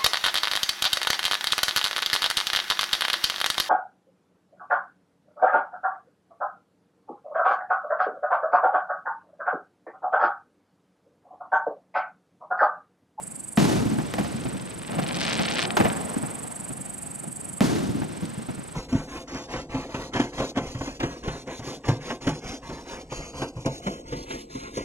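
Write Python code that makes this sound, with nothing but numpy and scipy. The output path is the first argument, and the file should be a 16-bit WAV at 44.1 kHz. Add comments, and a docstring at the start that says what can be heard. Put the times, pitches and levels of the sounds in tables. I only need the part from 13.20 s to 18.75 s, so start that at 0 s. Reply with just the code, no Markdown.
"""Firework cake in a night field

Two shells burst overhead, each a shock wave with boom, punch and scattered noise; the stars of the first end in
a crackle of tiny shocks, and a thump of the mortar lifts the second. Trees and far buildings return each report
as noise puffs. A bush cricket whirrs close by, a pulsed tone and rasp, over a low rumble of open country.
The camera's gain control ducks everything at loud bangs and slowly lets it return."""
import sys
import numpy as np
from scipy import signal
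from scipy.fft import rfft, irfft
from scipy.io import wavfile
from scipy.ndimage import uniform_filter1d, minimum_filter1d

SR = 44100
rng = np.random.default_rng(int(sys.argv[2]) if len(sys.argv) > 2 else 0)


def to_wav(s):
    """Save 16-bit WAV."""
    ch = np.atleast_2d(s).T  # columns
    pcm = np.round(np.clip(ch, -1, 1) * 32767)  # PCM
    wavfile.write(sys.argv[1], SR, pcm.astype(np.int16))


N = 244755
T = np.arange(N) / SR


def undb(db):
    """Decibels to gain."""
    return 10 ** (np.asarray(db) / 20)


def add(out, start_s, sound):
    """Mix a sound in at start_s."""
    i = min(int(start_s * SR), N)
    out[..., i:i + sound.shape[-1]] += sound[..., :N - i]


def sides(pan_db):
    """Left and right gains, pan_db apart."""
    return undb(np.array([[pan_db], [-pan_db]]) / 2)


def gains(points, hz):
    """Gain of a (freq_hz, level_db) outline at the given frequencies."""
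    freq_hz, level_db = np.transpose(points)
    return undb(np.interp(np.log(hz + 1), np.log(freq_hz), level_db))


# phase by which the left port leads; negative, as the field lies nearer the right: freq_hz, lead_rad
PORT_LEAD = [(40, -.5), (130, -1.2), (260, -1.6), (600, -2.0), (1200, -1.7), (3500, -.6), (6000, -.2),
             (8400, -1.3), (10500, -1.6), (11500, -.2)]


def ports(x):
    """Sound from the field reaches the right port first: a phase turn by frequency, split between channels."""
    freq_hz, lead_rad = np.transpose(PORT_LEAD)
    hz = np.fft.rfftfreq(x.shape[-1], 1 / SR)
    turn = np.exp(.5j * np.interp(np.log(hz + 1), np.log(freq_hz), lead_rad))
    return irfft(rfft(x) * [turn, 1 / turn], x.shape[-1])


def noise(colour, size, grain_db=0):
    """Stereo noise of rms 1, a shared and a weaker diffuse part; grain_db makes its arrivals unequal."""
    hz = np.fft.rfftfreq(size, 1 / SR)
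    chance = np.repeat(np.tanh(rng.standard_normal(size // 20 + 1)), 20)[:size]
    grains = undb(np.clip(grain_db, 0, 10) * chance)
    spectra = rfft(rng.standard_normal((2, size)) * grains)
    front, diffuse = spectra * gains(colour, hz) * np.minimum(hz / 20, 1)
    diffuse = diffuse * undb(-8)
    x = ports(irfft([front + diffuse, front - diffuse], size))
    return x / x.std()


def scatter(colour, low_t60_s, high_t60_s, rise_s, grain_db, hold_s=0, size=131072):
    """Countless small echoes off grass and trees: build-up, hold, then decay with a T60 set by frequency."""
    t, hz = T[:size], np.fft.rfftfreq(size, 1 / SR)
    spectrum = rfft(noise(colour, size, grain_db))
    centres_hz = np.geomspace(150, 9600, 5)
    t60s = np.geomspace(low_t60_s, high_t60_s, len(centres_hz))
    out = 0
    for share, t60_s in zip(np.eye(len(centres_hz)), t60s):
        band = np.interp(np.log(hz + 1), np.log(centres_hz), share)
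        decay = np.exp(-np.log(1000) * np.maximum(t - hold_s, 0) / t60_s)
        out = out + irfft(spectrum * band, size) * decay
    # trees stand in clumps, so the sound returns in surges
    clump_s, clump_db = .009, 2.5
    clumps = np.tanh(rng.standard_normal(size // 100))
    surge = undb(clump_db * np.interp(t / clump_s, np.arange(len(clumps)), clumps))
    return out * surge * (1 - np.exp(-(t / rise_s) ** 2))


def puff(colour, length_s, rise_s, grain_db, size=16384):
    """A clump of arrivals, decaying exponentially; its energy equals rms 1 over twice length_s."""
    t = T[:size]
    x = noise(colour, size, grain_db) * (1 - np.exp(-t / rise_s)) * np.exp(-t / length_s)
    return x / np.sqrt(np.sum(x ** 2) / (2 * SR * 2 * length_s))


def shock(length_s, relax_s, size=512):
    """An N-shaped pressure wave: two jumps, the second weaker; the microphone swings back from each."""
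    t = T[:size]
    swing = np.exp(-t / relax_s) * np.cos(t / relax_s * np.pi / 2)
    return -swing - undb(-13.5) * np.interp(t - length_s, t, swing, left=0)


# cricket's pace: stroke_number, middle_s
STROKES = [(-1, -.006), (0, .036), (7, .331), (12, .529), (24, 1.040), (90, 3.830), (131, 5.567)]
# swells of tone within a stroke: offset_from_middle_s, width_s, level_db
SWELLS = [(-.014, .0017, -20), (-.003, 0.0049, -22.5), (.0017, 0.0019, -1)]
# colour of the wing's rasp: freq_hz, level_db
WING_COLOUR = [(4000, -29), (4600, -15.5), (5300, -23.5), (6300, -17), (7500, 0), (8400, 5), (9050, -7.5),
               (9350, -1), (9900, 1.5), (10200, -9), (10650, 1), (11100, -13), (13300, -18.5), (15000, -54)]


def cricket():
    """Each wing stroke drags a file over a scraper: a broad rasp, with swells where the wing rings."""
    number, middle_s = np.transpose(STROKES)
    phase = np.interp(T, middle_s, number)
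    t = (phase - np.round(phase)) / np.gradient(phase, T)  # s from the stroke's middle
    ring = sum(undb(db) * np.exp(-.5 * ((t - at_s) / width_s) ** 2) for at_s, width_s, db in SWELLS)
    # pitch climbs as the wing speeds up, and wavers as the teeth catch unevenly
    wing_hz, waver_hz = 8290, 160
    climb_hz = 110000 * np.clip(t + .002, -.005, 0)
    waver = uniform_filter1d(rng.standard_normal(N), size=48)
    pitch_hz = wing_hz + climb_hz + waver_hz * waver / waver.std()
    cycle = 2 * np.pi * np.cumsum(pitch_hz) / SR
    lead_rad = np.interp(wing_hz, *np.transpose(PORT_LEAD))
    tone = np.sin([cycle + lead_rad / 2, cycle - lead_rad / 2])
    scrape = np.exp(-abs(t + .0047) / .0058) + undb(-16)
    stroke_force = undb(.76 * rng.standard_normal(int(number[-1]) + 2))
    force = stroke_force[np.round(phase).astype(int)]
    ringing = undb(-28.5) * (ring + undb(-30.5)) * tone
    rasp = undb(-36) * scrape * noise(WING_COLOUR, N)
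    return force * (ringing + rasp) * sides(-4)


# colour of open country: freq_hz, level_db
NIGHT_COLOUR = [(25, -20), (70, -7.5), (170, 4), (300, -1.5), (460, -9), (680, -6), (1200, -14),
                (2500, -19.5), (4000, -29), (6000, -32.5), (14000, -49)]


def night():
    """A low, restless rumble of open country: noise whose level wanders."""
    knots_s = np.linspace(0, T[-1], num=60)
    wander_db = 2 * np.interp(T, knots_s, rng.standard_normal(len(knots_s)))
    return undb(-42.5) * noise(NIGHT_COLOUR, N) * undb(wander_db)


# sharp reports: two big bursts in the sky, and a small crack followed by three duller ones: start_s, shock_db,
# boom_db, body_db (mid-range), tail_db (scattered)
REPORTS = [(0.3737, 0.5, 2.5, -12.5, -7.5), (0.9387, -4, -19, -28.5, -26), (0.9821, -15, -18, -19.5, -28.5),
           (1.0107, -13, -26, -29, -38), (1.0472, -13, -28, -31.5, -42), (4.4067, 3, 4, -14.5, -9)]
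# a shock and its bounces off the ground nearby: delay_s, left_db, right_db
BOUNCES = [(0, -2, 0), (.0016, -4, -3), (.0026, -12, -10), (.0054, -9, -22)]
# colours of the scattered wash, the long roll and the mid-range rasp: freq_hz, level_db
TAIL_COLOUR = [(25, -32), (60, -14.5), (120, -4.5), (210, -0.5), (330, -2), (500, -13), (700, -13),
               (1100, -19.5), (2500, -26.5), (6000, -29.5), (10000, -33.5), (15000, -50)]
ROLL_COLOUR = [(30, -26), (90, -4), (190, -4.5), (310, -9), (470, -5.5), (680, -7.5), (1200, -11),
               (3000, -17), (6000, -22), (14000, -37.5)]
RASP_COLOUR = [(200, -11.5), (440, 0), (700, 5.5), (1000, -4), (2400, -11), (4500, -25.5), (8000, -33)]


def reports():
    """Each burst: shock with ground bounces, punch with some body, low boom, wash from the trees, long roll."""
    out, t = np.zeros((2, N)), T[:SR // 5]
    boom_hz, swell_s = 212, .0038
    boom = t / swell_s * np.exp(1 - t / swell_s) * np.sin(2 * np.pi * boom_hz * t)
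    punch_hz, punch_s = 480, .0018
    punch = np.exp(-t / punch_s) * np.sin(2 * np.pi * punch_hz * t)
    crack = shock(length_s=.00055, relax_s=.00017)
    for start_s, shock_db, boom_db, body_db, tail_db in REPORTS:
        for delay_s, left_db, right_db in BOUNCES:
            # later bounces have brushed more grass and come back blunter
            blunt = uniform_filter1d(np.pad(crack, 20), size=1 + int(delay_s * SR / 40))[20:]
            add(out, start_s + delay_s, undb(shock_db + np.array([[left_db], [right_db]])) * blunt)
        add(out, start_s, undb(shock_db - 6.5) * punch)
        add(out, start_s + .0026, undb(boom_db) * sides(-2.2) * boom)
        body = puff(RASP_COLOUR, length_s=.014, rise_s=.002, grain_db=2)
        add(out, start_s, undb(body_db) * body)
        wash = scatter(TAIL_COLOUR, low_t60_s=1.57, high_t60_s=1, rise_s=.009, grain_db=3, hold_s=.053)
        add(out, start_s, undb(tail_db) * wash)
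        roll = scatter(ROLL_COLOUR, low_t60_s=7.3, high_t60_s=3.43, rise_s=.48, grain_db=.5)
        add(out, start_s, undb(tail_db - 15) * roll)
    return out


# colour of a returned thud: freq_hz, level_db
THUD_COLOUR = [(25, -52), (70, -13.5), (130, -0.5), (210, 2.5), (320, -4.5), (520, -23), (1200, -49.5)]


def echo(thud_db, rasp_db):
    """An obstacle returns a low thud that lingers among the trees, and a rasp."""
    length_s = .014
    thud = puff(THUD_COLOUR, length_s, rise_s=.0056, grain_db=.5)
    linger = undb(-14.5) * puff(THUD_COLOUR, length_s=.11, rise_s=.032, grain_db=6)
    rasp = puff(RASP_COLOUR, length_s, rise_s=.007, grain_db=7)
    return undb(thud_db) * (thud + linger) + undb(rasp_db) * rasp


# tree lines and walls around the field: delay_s, thud_db, rasp_db, mortar_db (offset for the mortar's echo)
REFLECTORS = [(.225, -18.5, -38, -17), (0.282, -13.5, -38, -25), (.336, -15.5, -31.5, -9),
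              (.408, -16, -22.5, -14), (.615, -16, -35, -22), (.766, -20.5, -41, -21),
              (.878, -20, -29.5, -13), (.968, -26, -36, -13), (1.409, -25, -23, -19.5),
              (1.446, -23.5, -34, -12.5), (1.819, -21, -25.5, -26)]


def echoes():
    """The same obstacles answer each report, scaled by its tail, and the mortar; a distant wood answers reports."""
    out = np.zeros((2, N))
    strongest_db = max(tail_db for *_, tail_db in REPORTS)
    lift_detour_s = .054  # the mortar stands on the ground, so its echoes take a longer way
    for delay_s, thud_db, rasp_db, mortar_db in REFLECTORS:
        answer = echo(thud_db, rasp_db)
        for start_s, *_, tail_db in REPORTS:
            add(out, start_s + delay_s, undb(tail_db - strongest_db) * answer)
        add(out, LIFT_S + lift_detour_s + delay_s, undb(mortar_db) * answer)
    wood_delay_s, wood_fade_s, wood_db = 1.316, .66, -24.5  # wood_db: relative to the report's tail
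    wood_thud = puff(THUD_COLOUR, wood_fade_s, rise_s=.0038, grain_db=4, size=131072)
    wood_rasp = puff(RASP_COLOUR, wood_fade_s, rise_s=.0068, grain_db=10.5, size=131072)
    wood = wood_thud + undb(-3.5) * wood_rasp
    for start_s, *_, tail_db in REPORTS:
        add(out, start_s + wood_delay_s, undb(tail_db + wood_db) * wood)
    return out


# the loudest crackling stars: start_s, level_db (before a common gain and pan)
POPS = [(1.9098, -15.5), (2.014, -11.5), (2.0514, -11), (2.0796, -12), (2.1308, -10), (2.252, -16),
        (2.368, -15), (2.392, -8), (2.4272, -11.5), (2.4527, -12), (2.5055, -12), (2.7006, -17.5),
        (5.0542, -20)]
# colour of the crackle's scatter: freq_hz, level_db
SIZZLE_COLOUR = [(60, -21), (130, 1), (220, 15), (450, 10), (700, 11.5), (1200, 4.5), (2600, -4.5),
                 (5000, -10), (8000, -28), (14000, -48.5)]


def crackle():
    """Stars pop one by one, each doubled by the ground a moment later and smeared by the trees."""
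    loud_gain_db, loud_pan_db = 1, 5
    # faint stars tick sparsely, swell to a full crackle, and burn out together
    fizz_s, swell_s, full_s, burnt_out_s = 1.0, 1.66, 2.0, 2.458
    fizz_db, full_db, spread_db = -28.5, -17, 6
    full_pops_per_s, fizz_share = 230, .3
    times_s = fizz_s + np.cumsum(.5 + rng.random(size=600)) / full_pops_per_s
    trees = scatter(SIZZLE_COLOUR, low_t60_s=2, high_t60_s=.68, rise_s=.0049, grain_db=10)
    chance = np.tanh(rng.standard_normal((len(times_s), 2)))
    level_db = np.interp(times_s, [swell_s, full_s], [fizz_db, full_db]) + spread_db * chance[:, 0]
    share = np.interp(times_s, [swell_s, full_s], [fizz_share, 1])
    lit = (rng.random(len(times_s)) < share) & (times_s < burnt_out_s)
    faint = np.column_stack([times_s, level_db, 3 * chance[:, 1]])[lit]
    loud = [(start_s, db + loud_gain_db, loud_pan_db) for start_s, db in POPS]
    pops = np.vstack([loud, faint])
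    out, strikes = np.zeros((2, N)), np.zeros(N)
    shapes = rng.random((len(POPS) + len(times_s), 3))
    for (start_s, db, pan_db), (height, bearing, charge) in zip(pops, shapes):
        # distance rounds each tiny shock into one swing down and up; a bigger charge swings more slowly
        width_s = .000042 * (1 + charge)
        u = (T[:40] - T[20]) / width_s
        pop = u * np.exp((1 - u ** 2) / 2)
        lag_s = (bearing - .5) * .00005
        bounce_s = .001215 + .0009 * height
        for channel, gain, when_s in zip(out, undb(db) * sides(pan_db), (start_s - lag_s, start_s + lag_s)):
            add(channel, when_s, gain * pop)
            add(channel, when_s + bounce_s, gain * undb(-4) * pop)
        strikes[int(start_s * SR)] += undb(db)
    smear = signal.fftconvolve(strikes[None], trees, axes=1)[:, :N]
    return ports(out) + undb(-30) * smear


LIFT_S = 2.5688
# walls close to the mortar: delay_s, thud_db, rasp_db
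SLAPS = [(.029, -17, -19), (.078, -23, -21)]
# colour of the mortar's gas: freq_hz, level_db
MORTAR_COLOUR = [(30, -21), (120, -23), (260, -0.5), (450, 2.5), (750, 2.5), (1300, -5), (2600, -13.5),
                 (7000, -25), (14000, -33)]


def lift():
    """The mortar thumps out the next shell with a spit of gas; walls close by slap back, the field rings on."""
    out = np.zeros((2, N))
    add(out, LIFT_S, undb(-8) * sides(-3) * shock(length_s=.0009, relax_s=.0005))
    gas = puff(MORTAR_COLOUR, length_s=.013, rise_s=.0003, grain_db=5)
    add(out, LIFT_S, undb(-17) * gas)
    near_field = scatter(MORTAR_COLOUR, low_t60_s=.34, high_t60_s=.33, rise_s=.037, grain_db=4)
    add(out, LIFT_S, undb(-17) * near_field)
    far_field = scatter(MORTAR_COLOUR, low_t60_s=3.3, high_t60_s=4.26, rise_s=.025, grain_db=7)
    add(out, LIFT_S, undb(-31) * far_field)
    for delay_s, thud_db, rasp_db in SLAPS:
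        add(out, LIFT_S + delay_s, echo(thud_db, rasp_db))
    return out


def scene():
    """Everything that reaches the camera."""
    return cricket() + night() + reports() + echoes() + crackle() + lift()


def record(dry):
    """Gain drops just ahead of a loud bang and creeps back; peaks are rounded and the top is cut."""
    ceiling_db, recovery_db_per_s, top_hz = -8.2, 4.2, 14200
    loudness = uniform_filter1d(abs(dry).mean(axis=0), size=64)
    over_db = np.maximum(20 * np.log10(loudness + 1e-9) - ceiling_db, 0)
    # hold the largest excess, released at a steady rate
    recovery_db = recovery_db_per_s * T
    held_db = np.maximum.accumulate(over_db + recovery_db) - recovery_db
    gain = uniform_filter1d(minimum_filter1d(undb(-held_db), size=600), size=200)
    rounded = .7 * np.tanh(dry * gain / .7)
    low_pass = signal.ellip(8, .2, 80, top_hz, fs=SR, output="sos")
    return signal.sosfilt(low_pass, rounded)


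dry = scene()
out = record(dry)
to_wav(out)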